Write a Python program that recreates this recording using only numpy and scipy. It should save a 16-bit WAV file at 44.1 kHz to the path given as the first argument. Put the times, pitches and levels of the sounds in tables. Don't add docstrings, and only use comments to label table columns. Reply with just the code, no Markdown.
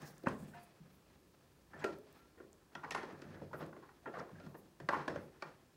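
import sys
import numpy as np
from scipy import signal
from scipy.fft import rfft, irfft, next_fast_len
from scipy.io import wavfile
from scipy.ndimage import map_coordinates

SR = 44100
rng = np.random.default_rng(int(sys.argv[2]) if len(sys.argv) > 2 else 0)


def invert_db(x):
    u = np.asarray(x, float) / 20
    return 10 ** u


def store_wav(level_fs):
    pcm = np.round(np.clip(np.atleast_2d(level_fs), -1, 1) * 32767)
    wavfile.write(sys.argv[1], SR, pcm.T.astype(np.int16))


N = 254016

# pitch in Hz, width in Hz, level in dB.
FRAME_MODES = [(62.3, 72, -10), (96.3, 6.3, -1), (145.7, 22.3, 3.5), (220, 120, -4)]
BOARD_MODES = [(216.6, 78, -10), (360.3, 112, 0), (445, 50, 2), (532, 159, -2.5), (713, 97, -7.5)]
PIPE_MODES = [(802, 116, -5.5), (1040, 128, -4.5), (1317, 322, -0.5), (1360, 162, 2), (1706, 210, -8.5),
              (1806, 103, -2.5), (2088, 490, -7.5), (2144, 370, -11.5), (2720, 780, -22)]
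STEEL_MODES = [(2415, 510, 7), (3375, 470, 7), (4100, 1200, 4.5), (5630, 530, -2.5), (6070, 197, 1.5),
               (8000, 16000, -12.5)]

# start in seconds, peak in dB, steel edge in dB, strongest pitch in Hz.
PIPE_KNOCKS = [(0.283, -48, 4, 880), (0.537, -56, -28, 1530), (2.752, -37.5, -8.5, 1250),
               (2.846, -42, -20, 860), (2.909, -36.5, -2, 1840), (2.92, -43, 0.5, 1810),
               (2.9485, -30.5, -10, 1240), (3.531, -45, -14, 1360), (3.729, -47.5, -39, 1070),
               (3.89, -53, -33, 1270), (4.059, -42, -40, 875), (4.138, -45.5, -25, 713),
               (4.193, -40, -29, 900), (4.8885, -26, -13.5, 1165), (4.95, -36, -38, 1000),
               (5.424, -35.5, -11, 1185)]
# start in seconds, peak in dB, steel edge in dB,
# strongest pitch in Hz.
BOARD_KNOCKS = [(1.842, -31.5, -5.5, 1360), (2.401, -48, -39, 600), (3.031, -44.5, -9, 875),
                (3.087, -51, -9, 810), (3.219, -50, -4, 1500), (3.625, -49.5, -22, 1380),
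                (3.765, -50, -29, 790), (4.081, -51, -34, 1360), (4.4, -55, -4, 1360),
                (4.464, -51.5, -10, 1090), (4.801, -49.5, -4.5, 1710), (5.079, -33.5, -7, 1110),
                (5.16, -41.5, -13, 820)]
# start in seconds, peak in dB, steel edge in dB, strongest pitch in Hz.
PALM_THUMPS = [
    (0.236, -63, 3, 1490),
    (3.417, -60, -26, 768),
]
# start in seconds, peak in dB, strongest pitch in Hz, contact in ms.
PIPE_DRAGS = [(0.2685, -30, 1050, 5.4), (1.732, -46.5, 1590, 11), (1.793, -47, 1460, 62),
              (1.815, -45, 1670, 24), (2.833, -40.5, 1080, 12.6), (3.82, -54.5, 1050, 24),
              (4.14, -44, 725, 18), (4.288, -55, 1020, 8), (4.906, -42, 774, 16), (4.923, -28.5, 1040, 23),
              (4.959, -36, 885, 18), (5.093, -44, 1390, 20)]
# start in seconds, peak in dB, strongest pitch in Hz,
# contact in ms.
BOARD_DRAGS = [(0.259, -40, 1610, 11.5), (1.743, -56, 1590, 38), (2.371, -57.5, 700, 21),
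               (2.962, -52, 860, 9.1), (3.129, -52.5, 1150, 7.8), (3.334, -52.5, 800, 51),
               (3.53, -44, 1270, 16), (3.542, -52, 1380, 10), (3.602, -47, 1190, 28),
               (3.664, -57, 1040, 19), (4.065, -47.5, 1300, 21), (4.164, -46, 1200, 17),
               (4.205, -44, 735, 9.3), (4.355, -61.5, 1730, 13), (4.543, -49, 865, 10.6)]
# start in seconds, peak in dB, strongest pitch in Hz, contact in ms.
SCUFFS = [
    (0.011, -60.5, 1710, 47),
    (2.965, -46.5, 2100, 25),
    (4.184, -50.5, 900, 12),
    (4.971, -59, 2600, 17),
]
# start in seconds, peak in dB, push in ms.
FRAME_THUDS = [(0.014, -55, 7.3), (0.267, -41, 4.4), (0.297, -62, 10), (0.342, -49.5, 8.7),
               (0.423, -46.5, 5.2), (0.539, -79, 6.1), (0.8, -49, 23), (1.741, -47.5, 16),
               (1.841, -46, 5.8), (2.763, -51.5, 8.9), (2.946, -62, 7.7), (3.248, -49, 9.2),
               (3.269, -49.5, 16), (3.341, -53, 10), (3.415, -41, 2.9), (3.539, -49, 11.5),
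               (3.624, -43.5, 27), (4.065, -49.5, 4.5), (4.19, -48, 7.8), (4.323, -48, 14),
               (4.464, -44.5, 5.5), (4.798, -46.5, 47), (4.884, -40, 12), (5.078, -41.5, 17),
               (5.158, -43, 5.3)]

# start in seconds, peak in dB,
# pitch in Hz, ring in ms.
BUMPS = [(.238, -46, 350, 8.7), (0.2697, -27.5, 1096, 3.8), (0.2694, -31.5, 1515, 5), (.270, -31, 596, 5.6),
         (.270, -44.5, 2600, 4.4), (0.2706, -27, 220, 9), (.295, -42, 198, 13), (.35, -43, 248, 14),
         (.425, -46, 203, 25), (.536, -54, 1505, 7.2), (1.819, -50, 1730, 6), (2.753, -42, 1490, 3.6),
         (2.755, -49.5, 685, 8.8), (2.862, -47, 450, 6.7), (2.919, -45, 5540, 4), (2.96, -35, 1086, 5.5),
         (3.087, -47, 458, 5.4), (3.512, -54, 905, 8.3), (3.531, -42.5, 990, 4), (3.546, -46, 400, 5.4),
         (3.612, -46, 1210, 4), (3.627, -48, 347, 8), (3.69, -50, 550, 7.1), (3.768, -58, 353, 9.9),
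         (4.038, -60.5, 684, 11), (4.061, -45, 900, 6.4), (4.078, -44, 417, 7.8), (4.14, -51, 1790, 6),
         (4.14, -45, 696, 4.7), (4.171, -42, 1140, 5), (4.189, -45, 931, 4.5), (4.203, -41.5, 1320, 4.2),
         (4.228, -51, 690, 6.3), (4.302, -49.5, 448, 7), (4.354, -58, 1610, 5.1), (4.385, -55.5, 1650, 6),
         (4.548, -53, 856, 7), (4.889, -29, 1095, 6), (4.889, -30.5, 1765, 4.6), (4.89, -34, 570, 7.3),
         (4.905, -38, 600, 7), (4.946, -35, 995, 6), (4.965, -40, 500, 6), (5.081, -36, 1070, 5),
         (5.081, -34, 1680, 5.9), (5.083, -38, 520, 7), (5.159, -35, 547, 6.6), (5.424, -42, 594, 7),
         (5.425, -46, 955, 5.4),
         (1.79, -67, 7640, 18), (1.81, -71, 6700, 30), (1.842, -48, 3000, 2.8), (2.752, -51, 2600, 3.6),
          (2.846, -54, 2300, 4), (2.908, -42, 1950, 4.5), (2.908, -44, 1100, 4), (2.908, -47, 2680, 4.4),
          (2.948, -35, 1400, 4.4), (2.948, -38, 2100, 4.8), (2.948, -46, 2740, 4.8),
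          (5.422, -43.5, 2310, 5), (5.424, -51, 4470, 4), (5.44, -62, 2400, 20), (4.8, -52, 1000, 6)]
# start in seconds, peak in dB, contact in ms.
CRACKS = [(2.751, -46, 2.7), (2.847, -55, 4), (2.948, -40, 2), (3.219, -52, 2.5), (4.14, -60, 3),
          (4.199, -51, 3), (4.888, -37, 2.5), (5.079, -44, 3), (5.084, -46, 3), (5.159, -52, 3),
          (5.423, -41.5, 2.5)]
# pitch in Hz, width in Hz, level in dB.
CRACK_MODES = [(2600, 1900, -2.5), (5260, 1700, 3)]

# start in seconds, pitch in Hz, level in dB,
# time to fade by 60 dB in seconds.
RINGS = [(.02, 6600, -70, .25), (.03, 6100, -73, .3), (2.755, 1400, -53, .25), (3.63, 3250, -62, .06),
         (.285, 6600, -70, .12), (.595, 4680, -73, .25), (1.736, 1770, -50, .14), (1.79, 5650, -76, .3),
         (1.843, 1370, -39, .24), (1.86, 620, -50, .25), (2.19, 1360, -67, .6), (2.915, 9780, -66, .12),
         (2.92, 1830, -52, .12), (2.95, 9780, -66, .22), (2.95, 1830, -52, .6), (3.0, 3300, -68, .5),
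         (.27, 245, -36, .14), (3.02, 6330, -71, .15), (3.818, 1080, -57, .2), (4.06, 1360, -50, .35),
         (4.065, 3200, -64, .08), (4.215, 705, -52, .25), (4.35, 1620, -63, .1), (4.4, 1400, -60, .3),
         (4.925, 1040, -40, .2), (5.082, 5350, -63, .25), (5.425, 1830, -49, .1)]
# start in seconds, level in dB.
FREE_PIPE_TAP = (.541, -48)
# pitch in Hz, level in dB, time to fade by 60 dB in seconds.
FREE_PIPE_PARTIALS = [(704, -1, .42), (937, -2, .2), (1085, -20, .3), (1385, -14, .2), (1760, -14, .25),
                      (2060, -16, .25), (2430, -23, .2), (2540, -25, 1.6), (2800, -15, .22),
                      (3190, -27, .2)]

# time of full effort in seconds, length in seconds,
# grind in dB, weight on the bench in dB.
STROKES = [(0.031, 0.092, -57, 4), (0.31, 0.085, -54.5, 10.5), (0.432, 0.092, -72.5, 19),
           (0.579, 0.081, -63, -2), (0.858, 0.98, -84.5, 12), (1.798, 0.07, -61, 1),
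           (1.93, 0.088, -64, 9.5), (2.163, 0.18, -74.5, -13), (2.45, 0.063, -92, 22), (3, 0.19, -54, -1.5),
           (3.36, 0.32, -70.5, 13), (3.614, 0.056, -57.5, 1), (3.854, 0.2, -83, -7), (4.188, 0.12, -59, 0),
           (4.44, 0.11, -74.5, 19.5), (4.632, 0.069, -97, 34), (4.834, 0.02, -90, 21),
           (4.992, 0.13, -53.5, 0.5), (5.152, 0.097, -61, 2), (5.47, 0.14, -66.5, 5)]
# time of top speed in seconds, length in seconds, hiss in dB, brightest pitch in Hz.
SKIN_SLIDES = [(0.056, 0.12, -63, 5430), (0.105, 0.019, -64.5, 10400), (0.41, 0.2, -69, 7940),
               (0.527, 0.064, -78, 14500), (0.634, 0.036, -69, 10030), (0.956, .05, -75, 12000),
               (2.18, 0.037, -76, 12000), (3.59, 0.043, -67, 11900), (3.673, 0.033, -86, 10000),
               (4.5, .025, -74, 11800), (4.582, 0.031, -69.5, 12000), (4.945, 0.041, -71, 11000),
               (5.227, 0.04, -74, 10000)]
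# start in seconds, peak in dB, pitch in Hz, length in cycles.
TICKS = [(0.02, -55, 8700, 9.5), (.019, -58, 6070, 2.7), (0.181, -47, 7600, 3.3), (.182, -67, 13000, 2.4),
         (0.234, -59, 13500, 3), (0.2877, -49.5, 8950, 10), (1.794, -66, 7700, 5.8),
         (1.8407, -54, 12300, 1.3), (1.8443, -41, 3600, 0.97), (1.848, -49, 13000, 2.2),
         (1.987, -53, 13500, 2.9), (1.9862, -60, 8000, 1.8), (2.127, -56, 14000, 4.6),
         (2.127, -59, 8450, 3.7), (2.1795, -64, 13500, 1.9), (2.530, -53, 6600, 3.4),
         (2.908, -38, 6940, 2.3), (2.95, -48, 9000, 2.9), (2.915, -54, 13500, 2.5), (3.193, -60, 6000, 2.5),
         (3.664, -55, 8900, 1.5), (3.628, -52, 3200, 3), (3.604, -60, 2500, 1.2), (.02, -56, 2400, 1),
         (4.197, -50, 5400, 6), (4.889, -54, 11000, 1.3)]

# pitch in Hz, level in dB per Hz.
AIR_COLOUR = [(15, -51), (25, -29), (42, 3), (80, 0.5), (120, -3.5), (373, -7.5), (439, -11), (734, -21.5),
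              (1040, -18), (1480, -27.5), (4870, -26.5), (14800, -32.5), (16000, -28)]
# pitch in Hz, time to fade by 60 dB in seconds.
SHOP_FADE = [(100, 0.5), (400, 0.59), (1500, 0.24), (5000, 0.3), (12000, 0.33)]


def knocks():
    pipe_wood_db, board_wood_db, palm_wood_db, scuff_wood_db = -10, 3, 18.5, -11
    knock_ms, drag_edge_db, scuff_edge_db = 8.8, -22, -5

    sharp = []
    for rows, wood_db in ((PIPE_KNOCKS, pipe_wood_db), (BOARD_KNOCKS, board_wood_db), (PALM_THUMPS, palm_wood_db)):
        sharp += [(s, db, wood_db, edge_db, hz, knock_ms) for s, db, edge_db, hz in rows]

    dragged = []
    for rows, wood_db, edge_db in ((PIPE_DRAGS, pipe_wood_db, drag_edge_db),
                                   (BOARD_DRAGS, board_wood_db, drag_edge_db),
                                   (SCUFFS, scuff_wood_db, scuff_edge_db)):
        dragged += [(s, db, wood_db, edge_db, hz, ms) for s, db, hz, ms in rows]

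    out = contacts(sharp, rise=0.4, wet_db=-3.0)
    out += contacts(dragged, rise=1.35, wet_db=-3.5)
    for s, db, ms in FRAME_THUDS:
        boom = struck(blow(ms, rise=0.75), FRAME_MODES, top_hz=243, wet_db=-4.0)
        add(out, s, invert_db(db) * boom)
    return out


def contacts(rows, rise, wet_db):
    out = np.zeros(N)
    for s, db, wood_db, edge_db, hz, ms in rows:
        force = blow(ms, rise)
        pipe = struck(force, PIPE_MODES + [(hz, 240, 1.5)], top_hz=2100, wet_db=wet_db)
        wood = struck(force, BOARD_MODES, top_hz=780, wet_db=wet_db + 2.0)
        steel = struck(force, STEEL_MODES, top_hz=9750, wet_db=wet_db - 3.5)
        sound = pipe + invert_db(wood_db) * wood + invert_db(edge_db) * steel
        add(out, s - .001, invert_db(db + 1.0) * sound)
    return out


def blow(ms, rise):
    u = np.arange(2 ** 14) / (max(ms, .3) * SR / 1000)
    force = rng.standard_normal(len(u)) * u ** rise * np.exp(-2.5 * u)
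    return np.array([force, walls(len(u), delay=0.00033 + ms / 1500)])


def struck(force, modes, top_hz, wet_db):
    ring = body(modes, rng.normal(0, 1.6, len(modes)))
    direct, echo = filtered(force, lambda f: ring(f) * dulled(f, top_hz))
    echo *= invert_db(wet_db) * np.linalg.norm(direct) / np.linalg.norm(echo)
    return (direct + echo) / np.abs(direct).max()


def bumps():
    notes, cracks = np.zeros(N), np.zeros(N)
    t = np.arange(SR // 10) / SR
    for s, db, hz, ms in BUMPS:
        u = t * 3000 / max(ms, 1)
        envelope = np.e * u * np.exp(-u)
        tone = np.sin(2 * np.pi * (hz * t + rng.random()))
        add(notes, s, invert_db(db) * envelope * tone)
    for s, db, ms in CRACKS:
        decay = np.exp(-t * 1000 / max(ms, .5))
        add(cracks, s, invert_db(db) * rng.standard_normal(len(t)) * decay)
    crack_ring = body(CRACK_MODES)
    cracks = filtered(cracks, lambda f: crack_ring(f) * dulled(f, 6500))
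    return shop(notes + cracks, wet_db=-11, delay=.004)


def rings():
    attack_s, tap_swell_s = .003, .012
    tap_s, tap_db = FREE_PIPE_TAP
    rows = [(s, hz, db, t60, attack_s) for s, hz, db, t60 in RINGS]
    rows += [(tap_s, hz, tap_db + db, t60, tap_swell_s) for hz, db, t60 in FREE_PIPE_PARTIALS]

    out, t = np.zeros(N), np.arange(SR // 2) / SR
    for s, hz, db, t60, attack in rows:
        tone = np.sin(2 * np.pi * (hz * t + rng.random()))
        fade = invert_db(db - 60 * t / t60) * (1 - t / t[-1])
        add(out, s, fade * (1 - np.exp(-t / attack)) * tone)
    return out * invert_db(.6 * wobble(40))


def rubbing():
    rest_db = -78.5
    s, length, grind_db, weight_db = np.transpose(STROKES)
    effort = swell(s, length, rise_db=20.5, fall_db=15.5)
    boom_db = grind_db + weight_db
    scrape_db = grind_db + 0.5 * weight_db - 2
    rasp_db = -81.5 + 0.59 * (grind_db - rest_db)
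    # stroke levels in dB, extra level at rest in dB, body, softness limit in Hz.
    layers = [(boom_db, -5.5, FRAME_MODES, 250), (scrape_db, -1.0, BOARD_MODES, 800),
              (grind_db, -2.0, PIPE_MODES, 2100), (rasp_db, -8.5, STEEL_MODES, 8000)]

    slips = 1.6 * wobble(35) + 1.6 * wobble(120)
    out = np.zeros(N)
    for db, extra_rest_db, modes, top_hz in layers:
        rough = rng.standard_normal(N) * invert_db(slips + 1.6 * wobble(60))
        ring = body(modes)
        gain = invert_db(db) @ effort + invert_db(rest_db + extra_rest_db)
        out += gain * unit(filtered(rough, lambda f: ring(f) * dulled(f, top_hz)))
    return shop(out, wet_db=-13.5, delay=0.0079) * invert_db(0.5)


def swell(s, length, rise_db, fall_db):
    u = (np.arange(N) / SR - np.reshape(s, (-1, 1))) / np.reshape(length, (-1, 1))
    slope_db = np.where(u < 0, rise_db, -fall_db)
    return invert_db(np.maximum(slope_db * u, -200))


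def skin():
    s, length, db, bright_hz = np.transpose(SKIN_SLIDES)
    gains = swell(s, length, rise_db=11.5, fall_db=10)
    hiss = []
    for hz in bright_hz:
        colour = body([(hz, .3 * hz, 0), (15600, 1500, -5)])
        half_second = unit(filtered(rng.standard_normal(SR // 2), colour))
        hiss.append(np.resize(half_second, N))
    return invert_db(db) @ (gains * hiss) * invert_db(2.9 * wobble(50) - 3.0)


def ticks():
    out, t = np.zeros(N), np.arange(SR // 8) / SR
    for s, db, hz, cycles in TICKS:
        snap = rng.standard_normal(len(t)) * np.exp(-t / .0005)
        band = body([(hz, hz / max(cycles, .5), 0)])
        dry_snap = peak_one(filtered(snap, lambda f: band(f) ** 2))
        add(out, s, invert_db(db) * shop(dry_snap, wet_db=-15, delay=.004))
    return out


def air():
    hiss = filtered(rng.standard_normal(N), lambda hz: invert_db(along(AIR_COLOUR, hz)))
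    return invert_db(-67.5 + 0.36 * wobble(2.0)) * unit(hiss)


def shop(x, wet_db, delay):
    return x + invert_db(wet_db) * signal.fftconvolve(x, walls(SR // 2, delay))[:len(x)]


def walls(length, delay):
    hz, t, z = signal.stft(rng.standard_normal(length), SR, nperseg=256)
    fade = invert_db(-60 * t / along(SHOP_FADE, hz)[:, None])
    tail = signal.istft(z * fade, SR, nperseg=256)[1]
    tail *= 1 - np.exp(-np.arange(len(tail)) / (delay * SR))
    return tail[:length] / np.linalg.norm(tail)


def body(modes, extra_db=0):
    hz, width, db = np.transpose(modes)[:, :, None]
    sign = (-1.) ** np.arange(len(modes))[:, None]
    gain = invert_db(db + np.reshape(extra_db, (-1, 1))) * sign
    return lambda f: np.sum(gain * 1j * f * width / (hz * hz - f * f + 1j * f * width), axis=0)


def dulled(f, top_hz):
    x = 1j * f / top_hz
    return 1 / ((1 + x) * (1 + x + x * x))


def filtered(x, response):
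    n = x.shape[-1]
    m = next_fast_len(n + 4096)
    return irfft(rfft(x, m) * response(np.fft.rfftfreq(m, 1 / SR)), m)[..., :n]


def along(points, hz):
    f, v = np.transpose(points)
    return np.interp(np.log(hz + 1), np.log(f + 1), v)


def wobble(rate):
    points = rng.standard_normal(int(N * rate / SR) + 4)
    return map_coordinates(points, [np.arange(N) * rate / SR])


def unit(x):
    return x / np.sqrt(np.mean(x ** 2) + 1e-20)


def peak_one(x):
    return x / (np.abs(x).max() + 1e-20)


def add(track, s, sound):
    part = track[round(s * SR):][:len(sound)]
    part += sound[:len(part)]


def scene():
    return (knocks() + bumps() + rings() + rubbing() + skin() + ticks() + air())[None]


def top_cut(x):
    return signal.sosfilt(signal.butter(12, 16460, fs=SR, output="sos"), x)


def record(dry):
    heard = filtered(dry[0], lambda hz: (hz < 15800) * (1j * hz / (55 + 1j * hz)) ** 2)
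    return top_cut(heard[None])


dry = scene()
out = record(dry)
store_wav(out)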